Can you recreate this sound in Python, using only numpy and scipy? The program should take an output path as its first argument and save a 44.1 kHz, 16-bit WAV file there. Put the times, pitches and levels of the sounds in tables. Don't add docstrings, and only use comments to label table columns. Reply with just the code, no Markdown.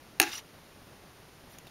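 import sys
import numpy as np
from scipy import signal
from scipy.fft import rfft, irfft
from scipy.io import wavfile
from scipy.ndimage import uniform_filter1d

SR = 44100
rng = np.random.default_rng(int(sys.argv[2]) if len(sys.argv) > 2 else 0)


def linear_from_db(decibels):
    return 10 ** (np.asarray(decibels, float) / 20)


def file_out(sig):
    cols = np.atleast_2d(sig).T
    lim = np.clip(cols, -1, 1)
    pcm = np.round(lim * 32767).astype(np.int16)
    wavfile.write(sys.argv[1], SR, pcm)


N = 74970
NOTCH_HZ = 7870


def evened(x):
    return x / np.sqrt(np.mean(x ** 2) + 1e-20)


def read(points, hz):
    point_hz, value = np.transpose(points)
    return np.interp(np.log(hz + 1), np.log(point_hz + 1), value)


def add(mix, start_s, sound):
    part = mix[round(start_s * SR):][:len(sound)]
    part += sound[:len(part)]


def lumps(length_s):
    return evened(uniform_filter1d(rng.standard_normal(N), int(length_s * SR)))


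def resonate(x, hz, width_hz):
    r = np.exp(-np.pi * width_hz / SR)
    return 2 * signal.lfilter([1 - r], [1, -r * np.exp(2j * np.pi * hz / SR)], x).real


def ring(drive, hz, width_hz):
    out = resonate(drive, hz, width_hz)
    return 1.8 * out / np.linalg.norm(out)


def rattle(t, length_s):
    contacts_per_s = 6000
    draw = rng.random((2, len(t)))
    contacts = (draw[0] < contacts_per_s / SR) * (2 * draw[1] - 1)
    contacts[0] = 1
    contacts = contacts * linear_from_db(-8 * (t / length_s) ** 5.6)
    return contacts / np.linalg.norm(contacts)


# [pitch_hz, density_db (per Hz)]
HISS_SPECTRUM = [(20, -9.5), (110, -1), (400, -5.5), (1000, -10.5), (2500, -15.5), (6500, -21),
                 (12000, -24.5), (16000, -31)]


def hiss():
    level_db, lump_db, lump_hz, lump_s = -54, 2, 650, .012
    hz = np.fft.rfftfreq(N, 1 / SR)
    spectrum = rfft(rng.standard_normal(N)) * linear_from_db(read(HISS_SPECTRUM, hz))
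    low = 1 / np.sqrt(1 + (hz / lump_hz) ** 2)
    murmur = irfft(spectrum * low, N) * evened(linear_from_db(lump_db * lumps(lump_s)))
    return linear_from_db(level_db) * evened(murmur + irfft(spectrum * (1 - low), N))


# [pitch_hz, width_hz, level_db]
DISC_MODES = [(1214, 200, 2), (1740, 300, 9.5), (2200, 505, 9), (2690, 133, 12), (3400, 240, -0.5),
              (3990, 620, 6), (4497, 440, 5), (5560, 390, 5), (6220, 570, 9), (6850, 680, 6),
              (8600, 1150, 7.5), (11180, 1260, 8.5), (13400, 1700, 6), (15100, 1400, 4.5)]


def disc_ring(t, length_s, treble_db, thump_db):
    body_hz, treble_hz, sharp_s = 3000, 7800, .004
    contacts = rattle(t, length_s)
    blow = .7 * contacts + (t == 0) * min(sharp_s / length_s, 1) ** 2
    out = np.zeros(len(t))
    for k, (hz, width_hz, db) in enumerate(DISC_MODES):
        gain_db = db + treble_db * (hz > treble_hz) + thump_db * (hz < body_hz)
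        drive = blow if hz < body_hz else contacts
        out += (-1) ** k * linear_from_db(gain_db) * ring(drive, hz, width_hz)
    return out


# [pitch_hz, level_db, t60_s]
CASE_MODES = [(284.4, -10.5, 0.34), (326, -4.5, 0.14), (344.7, -9, 0.37), (394, 1.5, 0.066),
              (600, -10, 0.033), (685, -7.5, 0.066), (760, 0.5, 0.097), (835, -10.5, 0.34), (926, -9.5, .1),
              (1620, -13, 0.23), (1659, -16, 0.12), (1778, -10.5, 0.13), (1904, -8, 0.09)]


def case_ring(t, start_s):
    rise_s, damp_start_s, damp_db_per_s = 0.0035, .285, 350
    modes = np.zeros(len(t))
    for k, (hz, db, t60_s) in enumerate(CASE_MODES):
        modes += (-1) ** k * linear_from_db(db - 60 * t / t60_s) * np.sin(2 * np.pi * hz * t)
    rise = np.sin(np.pi / 2 * np.minimum(t / rise_s, 1)) ** 2
    damping = linear_from_db(-damp_db_per_s * np.maximum(start_s + t - damp_start_s, 0))
    return rise * modes * damping


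# [start_s, level_db, rattle_s, treble_db (above notch), thump_db (low modes, case)]
DISC_KNOCKS = [
    (.1996, -9.5, 0.0021, 0, -1.5),
    (.2031, -26.5, .004, 0, 1.5),
    (.2152, -17.5, 0.0046, -3.5, -5),
    (.2190, -25, 0.0015, -24, -2),
    (0.2258, -26.5, 0.0028, -4, 0.5),
    (0.2277, -23, 0.00088, -8, -2.5),
    (0.2307, -32, 0.0028, -6, 0),
    (.2337, -24.5, 0.0052, -11.5, -2),
    (0.238, -32.5, 0.0057, -13, 2),
    (.2640, -39, 0.018, -15, 8),
]


def knocks(hits, case):
    case_db, shove_db, shove_s = -14, -34, 0.0035
    t = np.arange(int(.4 * SR)) / SR
    for start_s, level_db, rattle_s, treble_db, thump_db in DISC_KNOCKS:
        add(hits, start_s, linear_from_db(level_db) * disc_ring(t, rattle_s, treble_db, thump_db))
        add(case, start_s, linear_from_db(level_db + case_db + thump_db) * case_ring(t, start_s))
    add(case, DISC_KNOCKS[0][0], linear_from_db(shove_db) * np.hanning(int(shove_s * SR)))


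# [pitch_hz, t60_s]
ROOM_DECAY = [(250, 0.74), (1000, 0.48), (3000, 0.21), (8000, 0.12), (15000, 0.054)]


def room(x):
    level_db = -14.5
    taps = np.zeros(SR // 2)
    at = np.arange(100, len(taps) - 20, 20)
    taps[at + rng.integers(0, 20, len(at))] = rng.choice([-1., 1.], len(at))
    hz, t, z = signal.stft(taps, SR, nperseg=256)
    decay = linear_from_db(-60 * t / read(ROOM_DECAY, hz)[:, None])
    tail = signal.istft(z * decay, SR, nperseg=256)[1]
    return linear_from_db(level_db) * signal.fftconvolve(x, tail / np.linalg.norm(tail))[:N]


# [pitch_hz, width_hz, level_db]
RUB_MODES = [(2170, 57, -4), (2820, 280, -3), (3710, 75, -0.5), (4320, 76, -9), (5060, 120, -5),
             (5800, 69, 0), (7290, 600, 3), (9400, 440, -6), (10160, 400, -1), (11300, 340, 1),
             (12900, 500, -4), (14800, 500, -20)]


def rub(treble_db):
    slips_per_s, slip_spread_db, bed_gain, wide_db, patch_db, patch_s = 2000, 4, 0.82, 2, 3.5, .012
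    slips = linear_from_db(slip_spread_db * np.minimum(rng.exponential(1, N), 2))
    slips = slips * (rng.random(N) < slips_per_s / SR)
    which = rng.integers(0, len(RUB_MODES), N)
    bed = rng.standard_normal(N)
    low, high = np.zeros(N), np.zeros(N)
    for k, (hz, width_hz, db) in enumerate(RUB_MODES):
        drive = evened(slips * (which == k)) + bed_gain * bed
        mode = linear_from_db(db) * evened(resonate(drive, hz, width_hz))
        side = low if hz < NOTCH_HZ else high
        side += mode * evened(linear_from_db(patch_db * lumps(patch_s)))
    band_sos = signal.butter(2, [800, NOTCH_HZ], "band", fs=SR, output="sos")
    top_sos = signal.butter(2, NOTCH_HZ, "high", fs=SR, output="sos")
    low = evened(low) + linear_from_db(wide_db) * evened(signal.sosfilt(band_sos, bed))
    high = evened(high) + linear_from_db(wide_db + 1) * evened(signal.sosfilt(top_sos, bed))
    return evened(low) + linear_from_db(treble_db) * evened(high)


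# [start_s, level_db, treble_db (share above notch)]
SLIDE_PATH = [
    (0.234, -53, -6),
    (0.248, -41.5, -4),
    (.28, -41, -9.5),
    (.308, -43.5, -8),
    (.335, -38.5, -8.5),
    (.36, -43, -8.5),
    (.392, -43.5, -6),
    (.4, -50.5, -19),
    (.42, -73, -12),
]


def slide():
    t = np.arange(N) / SR
    start_s, level_db, treble_db = np.transpose(SLIDE_PATH)
    return linear_from_db(np.interp(t, start_s, level_db, -120, -120)) * rub(np.interp(t, start_s, treble_db))


# [start_s, pitch_hz, level_db, length_s]
CATCHES = [(0.318, 3700, -46, .01), (.3305, 2820, -39, 0.0057), (.331, 5060, -41, 0.0078),
           (0.348, 2910, -44, 0.0075), (.353, 5800, -45, 0.014), (.355, 2900, -45.5, .008),
           (0.358, 10300, -50, .014), (0.362, 9200, -51, .006), (0.373, 5800, -42, .005),
           (.3784, 5800, -33.5, 0.0061), (.386, 3024, -50, 0.013), (.387, 5800, -53, 0.0081),
           (1.535, 5800, -61, .018)]


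def squeaks():
    rise_s = 0.00085
    out = np.zeros(N)
    t = np.arange(1500) / SR
    for start_s, hz, level_db, length_s in CATCHES:
        shape = np.minimum(t / rise_s, 1) * linear_from_db(-12 * (t / length_s) ** 2)
        tone = np.sqrt(2) * np.sin(2 * np.pi * hz * t)
        rough = 0.54 * evened(resonate(rng.standard_normal(len(t)), hz, 300))
        add(out, start_s, linear_from_db(level_db) * shape * (tone + rough))
    return out


def brush():
    start_s, length_s, level_db, treble_db = 1.49, 0.084, -60, 1
    u = np.clip((np.arange(N) / SR - start_s) / length_s, 0, 1)
    return linear_from_db(level_db) * np.sin(np.pi * u) ** .6 * rub(treble_db)


# [start_s, level_db, rattle_s, pitch_hz, push_db]
FAINT_TICKS = [
    (1.548, -60, .002, 1900, -49),
    (1.5855, -47.5, 0.0031, 6900, -67),
    (1.6699, -47.5, 0.00065, 2700, -43),
    (1.6715, -57.5, .01, 3600, -56),
    (1.5475, -61, 0.0022, 370, -43.5),
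]


def tick(level_db, rattle_s, hz, push_db):
    wide_db, width_hz, push_hz = -1.5, 350, 756
    t = np.arange(int(.05 * SR)) / SR
    contacts = rattle(t, rattle_s) * np.sqrt(rattle_s * SR)
    tone = ring(contacts, hz, width_hz) * np.sqrt(rattle_s * SR + 30) / 2
    wide = resonate(contacts, 0.35 * hz, 2 * hz)
    push = np.sin(2 * np.pi * push_hz * t) * np.exp(-2.6 * push_hz * t)
    return linear_from_db(level_db) * (tone + linear_from_db(wide_db) * wide) + 2 * linear_from_db(push_db) * push


def scene():
    floor = hiss()
    hits, case = np.zeros(N), np.zeros(N)
    knocks(hits, case)
    moving = slide() + squeaks() + brush()
    for start_s, *settings in FAINT_TICKS:
        add(hits, start_s, tick(*settings))
    return (moving + hits + case + room(hits + .5 * moving) + floor)[None]


def top_cut(x):
    return signal.sosfilt(signal.butter(12, 17080, fs=SR, output="sos"), x)


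def low_pass(x, edge_hz):
    taps = signal.firwin(1023, edge_hz, window=("kaiser", 9), fs=SR)
    return signal.oaconvolve(x, taps[None], "same")


def record(dry):
    notch_width_hz, bump_hz, bump_width_hz, bump_gain = 1750, 9200, 520, 0.36
    edge_hz, leak_edge_hz, leak_db, leak_above_db = 15740, 16900, -25, -19
    x = signal.lfilter(*signal.iirnotch(NOTCH_HZ, NOTCH_HZ / notch_width_hz, SR), dry)
    x = x + bump_gain * resonate(x, bump_hz, bump_width_hz)
    band, wide = low_pass(x, edge_hz), low_pass(x, leak_edge_hz)
    is_loud = uniform_filter1d(x ** 2, 128) > linear_from_db(2 * leak_above_db)
    loud = uniform_filter1d(1. * is_loud, 128)
    return top_cut(band + linear_from_db(leak_db) * loud * (wide - band))


dry = scene()
out = record(dry)
file_out(out)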